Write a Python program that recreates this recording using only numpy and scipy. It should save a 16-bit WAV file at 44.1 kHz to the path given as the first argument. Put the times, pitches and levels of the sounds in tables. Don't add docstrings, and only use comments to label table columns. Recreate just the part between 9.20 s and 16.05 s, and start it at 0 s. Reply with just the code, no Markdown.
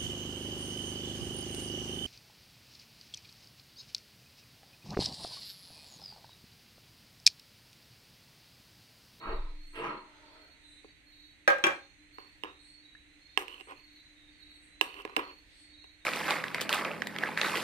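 import sys
import numpy as np
from scipy import signal
from scipy.fft import rfft, irfft
from scipy.io import wavfile
from scipy.ndimage import map_coordinates

SR = 44100
rng = np.random.default_rng(int(sys.argv[2]) if len(sys.argv) > 2 else 0)


def invert_db(x):
    u = np.asarray(x, float) / 20
    return 10 ** u


def unload_wav(signal):
    wavfile.write(
        sys.argv[1],
        SR,
        np.round(np.clip(np.atleast_2d(signal).T, -1, 1) * 32767).astype(np.int16),
    )


N = 302085
T = np.arange(N) / SR

# f/Hz, level/dB
NIGHT_SPECTRUM = [(12, -35.5), (20, 0.5), (52, 2), (228, -13.5), (301, -6), (357, -15.5), (1220, -22.5),
                  (2020, -9), (2990, -23), (4300, -18), (4810, -36.5), (9140, -25.5), (10500, -44.5),
                  (12800, -48.5), (16000, -52)]
NIGHT_DB = -64
# f/Hz, width/Hz, level/dB, wander/dB
CHORUS = [(6360, 500, -81, 2.5), (12900., 500, -92.5, 3), (3880, 1500, -77.5, 5)]
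HUM_HZ, HUM_WIDTH_HZ, HUM_DB = 299.3, 12, -67
# f/Hz, rise/(Hz/s), level/dB, trill length/s, list of starts t/s
CRICKETS = [(3713, 140, -68, .22, [1.42, 3.2, 4.95, 6.8]), (3650, 420, -70, .1, [.15, 2.6, 4.08, 5.66]),
            (3850, 200, -63.5, .21, [0, 1.91, 3.62, 5.2, 6.52]),
            (3870, 250, -70, .12, [1.3, 1.66, 3.38, 4.66]), (4010, 50, -66, .22, [1.42, 2.35, 4.75, 5.5]),
            (4010, 1200, -72, .12, [.24, .92, 2.77, 3.3, 3.88, 5.87]),
            (4240, 100, -66, .22, [.65, 2.5, 3.38, 4.0, 6.55]),
            (4260, 330, -66, .28, [.35, 1.1, 1.85, 4.55, 5.17]), (4320, 170, -62, .2, [0, 2.92, 6.01]),
            (4388, 100, -66.5, .22, [3.45, 5.62, 6.36]),
            (4435, 200, -73, .16, [1.03, 1.62, 2.93, 4.55, 5.08])]
FAR_TRILLS, FAR_TRILL_S = 6, .14
FAR_TRILL_DB, FAR_RISE_HZ_PER_S = -72, 700
# touch t/s, time to full pressure/s, swell power, level/dB, treble against the body/dB
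BRUSH_STROKES = [(0.002, .1, .45, -42, -19), (.528, .137, .8, -39, -14.5)]
# f/Hz, level/dB
BRUSH_SPECTRUM = [(71, -41), (120, -9), (195, -7), (262, -8), (352, 1), (418, -7), (459, -3.5),
                  (504, -11.5), (711, -15.5), (987, -1), (2290, -20), (2760, -23.5), (3550, -73),
                  (4210, -61.5), (5000, -54), (6500, -78), (11000, -120)]
BRUSH_FADE_DB_PER_S = 142
SHEEN_DB = -24
# t/s, rise/s, treble level/dB, fizz level/dB, fade/(dB/s)
CRUMB_CATCH = (.54, .022, -54, -65, 250)
# f/Hz, width/Hz, level/dB
HOLLOW_MODES = [(467, 180, -9.5), (625, 85, -4), (938, 81, -2.5), (1332, 126, -3.5)]
# t/s, f/Hz, level/dB, t60/s
LOW_SWAY = (.045, 19.8, -21.5, 1.1)
# middle of the first call t/s, period/s, length/s, wing stroke f/Hz, centre f/Hz
BUZZ_CALL = (.55, .977, .18, 322., 8400.)
BUZZ_DB = -66
# touch t/s, time to full pressure/s, level/dB, treble level/dB, fade/(dB/s)
BOWL_TURN = (.84, .28, -62, -80, 60)
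# t/s, level/dB, brightness/(dB/octave), favoured f/Hz
LADLE_KNOCKS = [(1.644, -36, -6.5, 428), (2.982, -31, -1.5, 950), (3.234, -21, 0.5, 2800),
                (3.244, -26, -1.5, 1205), (4.173, -9.5, 2.7, 2620), (4.279, -32, 4, 2720),
                (4.399, -41, 1.5, 2730), (4.407, -33, 1.5, 2730), (4.471, -44, -4, 471),
                (4.491, -40, -1, 1210), (4.506, -47, 8, 456), (4.519, -32, -1, 1060), (5.61, -8, 3.6, 2750),
                (5.74, -37, 4.5, 2690), (5.8, -37, 2, 1100), (5.817, -45, 10, 1250), (5.849, -22, 0, 520),
                (5.894, -34, 1, 1020), (5.963, -15, 5.5, 2500), (5.966, -11.5, -1.5, 970),
                (5.977, -18.5, -1.5, 320), (5.991, -25, 0.5, 1310), (6.64, -41, 2, 440)]
# f/Hz, level/dB, t60/s
PLASTIC_MODES = [(320, -5.5, 0.046), (417.5, -6, 0.045), (766, -11, 0.033), (1023, -1, 0.018),
                 (1180, -11, 0.013), (1662, -21, 0.061), (2070, -3.5, 0.0046), (2750, -8, 0.0055),
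                 (3660, -9, 0.0038), (5206, -14, 0.007), (8120, -16.5, 0.0095), (11880, -20.5, 0.0032),
                 (13900, -30, 0.01)]
# t/s, level/dB, rocking on the rim (0-1)
BOWL_CONTACTS = [(2.277, -8.5, 0.25), (2.302, -17.5, 0), (2.383, -29, .2), (2.439, -9.5, 0.96),
                 (2.466, -15.5, 0.63), (2.48, -29, 0.2), (2.505, -30.5, 0.76)]
# f/Hz, level when the base lands/dB, level when the rim rocks/dB,
# t60 of the free bowl/s (contact shortens it)
STEEL_MODES = [(361, -14, 0, 0.098), (549, 5.5, -14, 0.24), (803, -7.5, -17, 0.49), (1115, -14, -5.5, 0.26),
               (1246, 3, -20.5, 0.22), (1440, 2, -8, 0.053), (1600, 8, -5.5, 0.3), (1641, -21, -2.5, 0.15),
               (2148, -15.5, -37.5, 0.16), (2377, -12, -3, 0.11), (2710, -61, -7.5, 0.14),
               (3260, -69, 8.5, 0.065), (3640, -85.5, -51, 0.042), (4600, -48, -20, 0.05),
               (5800, -14.5, -7, 0.067), (6770, -27, -20, 0.11), (8120, -22.5, -12, 0.075),
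               (11000, -53, -38, .1), (13300, -44, -34, 0.063)]
# t/s, then edge, body and hiss level/dB
SKIDS = [(2.99, -85, -56, -90), (3.25, -80, -47, -80), (4.185, -70, -42, -48), (5.62, -66, -43, -47.5),
         (5.86, -70, -54, -78), (5.98, -64, -36, -54)]
# edge, body and hiss fade/(dB/s)
SKID_FADES = (120, 206, 335)
# start t/s, lift t/s, then edge, body and hiss level/dB
DRAGS = [(4.275, 4.345, -56, -56, -66), (4.36, 4.41, -60, -60, -69), (4.47, 4.522, -72, -47, -74),
         (4.54, 4.6, -68.5, -69, -80), (5.64, 5.745, -60, -67, -72.5), (5.75, 5.808, -58, -49.5, -64),
         (5.881, 5.94, -72, -60, -79), (6.06, 6.108, -73, -58, -87)]
DRAG_SWELL, LIFT_DB_PER_S = .5, 750
EDGE_HZ, EDGE_HZ_PER_DB = 2800, 18
# t/s, starting f/Hz, level/dB, t60/s
DRIPS = [(3.751, 1690, -44, 0.048), (5.316, 2360, -49, .015)]
ROOM_T60_S = 0.29
PORT_HZ, PORT_WIDTH_HZ = 2750., 850


def unit(x):
    return x / np.sqrt(np.mean(x ** 2))


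def smooth(x, seconds):
    keep = np.exp(-1 / (seconds * SR))
    return signal.lfilter([1 - keep], [1, -keep], x)


def band(x, hz, width_hz):
    return signal.lfilter(*signal.iirpeak(hz, hz / width_hz, fs=SR), x)


def colour(x, points):
    hz = np.maximum(np.fft.rfftfreq(N, 1 / SR), 1)
    point_hz, point_db = np.transpose(points)
    return irfft(rfft(x) * invert_db(np.interp(np.log(hz), np.log(point_hz), point_db)), N)


def walk(rate):
    return map_coordinates(rng.standard_normal(N // 64), [T * rate], order=3)


def grit(rate, spread_db):
    chance, sign, size = rng.random((3, N))
    slips = (chance < rate / SR) * np.sign(sign - .5)
    return unit(slips * invert_db(-spread_db * np.log(1 - size)))


def decay(t, t60):
    return np.exp(-np.log(1000) * t / t60)


def stroke(start, rise, swell, fade_db_per_s):
    pressure = np.clip((T - start) / rise, 0, 1) ** swell
    return pressure * invert_db(-fade_db_per_s * np.maximum(T - start - rise, 0))


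def ring(hz, db, t60, phase):
    t = T[:min(int(t60.max() * SR), SR // 2), None]
    modes = invert_db(db) * decay(t, t60) * np.sin(2 * np.pi * hz * t + phase)
    y = modes.sum(axis=1)
    y *= 1 - np.exp(-T[:len(y)] / 0.00041)
    return np.pad(y / np.abs(y).max(), (0, SR // 2 - len(y)))


def add(track, s, y):
    i = int(s * SR)
    track[..., i:i + y.shape[-1]] += y[..., :N - i]


def near(x, lag_ms, port_db, room_db):
    left, right = x if x.ndim == 2 else (x, x)
    right = right + invert_db(port_db) * band(right, PORT_HZ, PORT_WIDTH_HZ)
    right = np.interp(T - lag_ms / 1000, T, right)
    t = T[:SR // 2]
    mid, side = rng.standard_normal((2, len(t))) * decay(t, ROOM_T60_S) * (t > .003)
    side = 1.08 * (side - smooth(side, 0.00013))
    tail = smooth(np.array([mid + side, mid - side]), .00006)
    tail = tail / np.sqrt((tail ** 2).sum() / 2)
    wet = signal.oaconvolve((left + right)[None] / 2, tail, axes=1)[:, :N]
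    return np.array([left, right]) + invert_db(room_db) * wet


def night():
    mid, side = rng.standard_normal((2, N))
    side = side - .5 * smooth(side, 0.0002)
    air = unit(colour(np.array([mid + side, mid - side]), NIGHT_SPECTRUM))
    air = air * invert_db(NIGHT_DB + .5 * walk(2.6))
    air[1] += invert_db(6.5) * band(air[1], PORT_HZ, PORT_WIDTH_HZ)
    for hz, width, db, wander_db in CHORUS:
        level = invert_db(db + wander_db * walk(6))
        air = air + level * unit(band(band(rng.standard_normal((2, N)), hz, width), hz, width))
    flutter = unit(band(band(rng.standard_normal(N), HUM_HZ, HUM_WIDTH_HZ), HUM_HZ, 60.))
    turn = 2 * np.pi * np.cumsum(HUM_HZ + 1.73 * walk(5)) / SR
    return air + invert_db(HUM_DB) * (np.sin(turn) + .5 * flutter)


def crickets():
    out = np.zeros((2, N))
    trills = [(start, length, hz, rise_hz, db)
              for hz, rise_hz, db, length, starts in CRICKETS for start in starts]
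    trills += [(when * N / SR, FAR_TRILL_S, 3700 + 750 * high, FAR_RISE_HZ_PER_S * rise, FAR_TRILL_DB)
               for when, high, rise in rng.random((FAR_TRILLS, 3))]
    for start, length, first_hz, rise_hz, db in trills:
        t = T[:int((length + .25) * SR)]
        turn = 2 * np.pi * np.cumsum(first_hz + rise_hz * np.minimum(t, length)) / SR
        blur = unit(smooth(smooth(rng.standard_normal((2, 2, SR)), 0.0053), 0.0035))[..., -len(t):]
        tone = (.5 + blur[0]) * np.sin(turn) + blur[1] * np.cos(turn)
        third = blur[1] * np.sin(3 * turn) + blur[0] * np.cos(3 * turn)
        third = invert_db(-22) * (4250 < first_hz < 4350) * third
        swell = np.minimum((t + (start == 0)) / 0.028, 1)
        echo = np.exp(-np.maximum(t - length + 0.066, 0) / 0.084)
        add(out, max(start, 0), invert_db(db + 2.5) * swell * echo * (tone + third))
    return invert_db([[-2.5], [2.5]]) * out


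def brushing():
    slips = grit(1500, 2.2)
    hiss = unit(band(band(band(slips, 2480.0, 1800.), 1800.0, 1800.), 2200., 2500.))
    fizz = unit(band(band(slips, 10800., 2500.), 10800., 2500.))
    hollow = sum(invert_db(db + 6.8 * walk(18.1)) * band(slips, hz, width) for hz, width, db in HOLLOW_MODES)
    body = unit(colour(slips + 1.24 * hollow, BRUSH_SPECTRUM))
    out = np.zeros(N)
    for s, rise, swell, db, treble_db in BRUSH_STROKES:
        pressure = stroke(s, rise, swell, BRUSH_FADE_DB_PER_S)
        out += invert_db(db) * pressure * (body + invert_db(treble_db) * hiss)
    out += invert_db(db + SHEEN_DB) * pressure ** 2 * unit(band(slips, 6000., 2500.))
    s, rise, treble_db, fizz_db, fade_db = CRUMB_CATCH
    crumbs = stroke(s, rise, 1, fade_db) * (invert_db(treble_db) * hiss + invert_db(fizz_db) * fizz)
    return near(out + crumbs, .2, 6.2, 0.45)


def sway():
    s, hz, db, t60 = LOW_SWAY
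    t = np.maximum(T - s, 0)
    turn, fade = 2 * np.pi * hz * t, decay(t, t60)
    overtones = invert_db(-2.0) * np.cos(2 * turn) + invert_db(-16) * np.cos(3 * turn) + invert_db(-14) * np.cos(4 * turn)
    swing = np.cos(turn) + fade * overtones
    return invert_db(db) * fade * swing * np.minimum(t / 0.16, 1) ** 1.2


def buzz():
    first, period, length, stroke_hz, hz = BUZZ_CALL
    wing_turns = np.cumsum(stroke_hz * (1 + 0.002 * walk(4))) / SR
    strokes = np.diff(np.floor(wing_turns), prepend=0)
    from_middle = (T - first + period / 2) % period - period / 2
    swell = np.exp(-.5 * (from_middle / (length / 3)) ** 2)
    call = invert_db(BUZZ_DB + 2 * walk(25)) * swell * unit(band(band(strokes, hz, 630.0), hz, 630.0))
    return np.array([call, np.roll(call, 7)])


def turning():
    s, rise, db, treble_db, fade_db = BOWL_TURN
    slips = grit(3300, 1.1)
    hollow = sum(invert_db(db + 2.8 * walk(9.77)) * band(slips, hz, width) for hz, width, db in HOLLOW_MODES)
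    rub = band(band(slips, 3300., 1500.), 3300., 1500.)
    mix = invert_db(db) * unit(hollow) + invert_db(treble_db) * unit(rub)
    return near(stroke(s, rise, 0.62, fade_db) * mix, 0.22, 7.4, 1.7)


def knocks():
    hz, mode_db, t60 = np.transpose(PLASTIC_MODES)
    t, out = T[:SR // 2], np.zeros((2, N))
    for s, db, tilt_db, favoured_hz in LADLE_KNOCKS:
        favour_db = 8 * np.exp(-np.log2(hz / favoured_hz) ** 2 / 0.19)
        blow_db = mode_db + favour_db + tilt_db * np.log2(hz / 1000)
        phases = 1.09 * rng.standard_normal((2, len(hz)))
        wall = np.array([ring(hz, blow_db, t60, phase) for phase in phases])
        tick = band(rng.standard_normal((2, len(t))), 8000.0, 11000.0) * np.exp(-t / 0.0044)
        tick = invert_db(1.78 * tilt_db - 24) * tick
        add(out, s + 0.001614, invert_db(db - 6) * (wall + tick))
    return near(out, 0.33, 17.06, -16)


def steel_bowl():
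    hz, base_db, rim_db, t60 = np.transpose(STEEL_MODES)
    t, out = T[:SR // 2], np.zeros((2, N))
    for s, db, rim in BOWL_CONTACTS:
        noise, split = rng.standard_normal((3, 2, len(t))), rng.standard_normal((3, len(hz)))
        mode_db = base_db + rim * (rim_db - base_db)
        twin_hz = hz * (1 + 0.012 * split[0])
        twin = np.array([ring(twin_hz, mode_db, 0.33 * t60, 3 * phase) for phase in split[1:]])
        contact_hz = 1360.0 + 1400. * np.clip(rim, 0, 1)
        thud = band(band(noise[0], contact_hz, 2040.0), contact_hz, 2040.0)
        thud = invert_db(5.0) * thud * np.exp(-t / 0.0014)
        chatter = band(band(band(noise[1], 1100., 2400.), 1100., 2400.), 1100., 2400.)
        chatter = invert_db(-4.5) * chatter * np.exp(-t / .03)
        sizzle = invert_db(-31) * band(noise[2], 7800.0, 7500.0)
        sizzle = sizzle * (np.exp(-t / 0.023) + 4 * np.exp(-t / 0.0013))
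        rattle = invert_db(2.5 * unit(smooth(smooth(noise[1, 0], .003), .003)))
        bowl = rattle * ring(hz, mode_db, 0.62 * t60, 0) + 0.84 * twin
        add(out, s, invert_db(db - 2) * (bowl + thud + chatter + sizzle))
    return near(out, 0.411, -7.5, -5.5)


def scraping():
    slips, fine = grit(500, 2.5), grit(1800, 2.2)
    pluck = unit(smooth(smooth(slips, .0007), .0007))
    low_modes = sum(invert_db(db) * band(fine, hz, 144.0) for hz, db, t60 in PLASTIC_MODES[:6])
    body = unit(band(low_modes, 770.0, 1800.0))
    hiss = unit(band(band(fine, 9300.0, 10000.), 9300.0, 10000.))
    gain = np.full((3, N), 1e-6)
    for s, *levels in SKIDS:
        gain += [invert_db(db) * stroke(s, 0.0046, 0.97, fade_db) for db, fade_db in zip(levels, SKID_FADES)]
    for s, lift, *levels in DRAGS:
        gain += invert_db(levels)[:, None] * stroke(s, lift - s, DRAG_SWELL, LIFT_DB_PER_S)
    press_db = np.maximum(20 * np.log10(gain[0]) + 58, -20)
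    edge_hz = EDGE_HZ + EDGE_HZ_PER_DB * press_db + 60 * walk(15)
    edge = pluck * np.sin(2 * np.pi * np.cumsum(edge_hz) / SR)
    return near(gain[0] * edge + gain[1] * body + gain[2] * hiss, 0.348, 12.8, -10.0)


def drips():
    t, out = T[:SR // 8], np.zeros(N)
    for s, hz, db, t60 in DRIPS:
        add(out, s, invert_db(db) * decay(t, t60) * np.sin(2 * np.pi * hz * t * (1 + 6 * t)))
    return near(out, 0.66, -31, -22)


def scene():
    counter_cut = signal.butter(1, 200., "high", fs=SR, output="sos")
    batter_cut = signal.butter(3, 260., "high", fs=SR, output="sos")
    counter = signal.sosfilt(counter_cut, brushing() + turning() + steel_bowl())
    batter = signal.sosfilt(batter_cut, knocks() + scraping() + drips())
    return night() + crickets() + counter + sway() + buzz() + batter


def band_limit(x):
    return signal.sosfilt(signal.butter(12, 16680, fs=SR, output="sos"), x)


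def record(dry):
    return band_limit(dry)


dry = scene()
out = record(dry)
unload_wav(out)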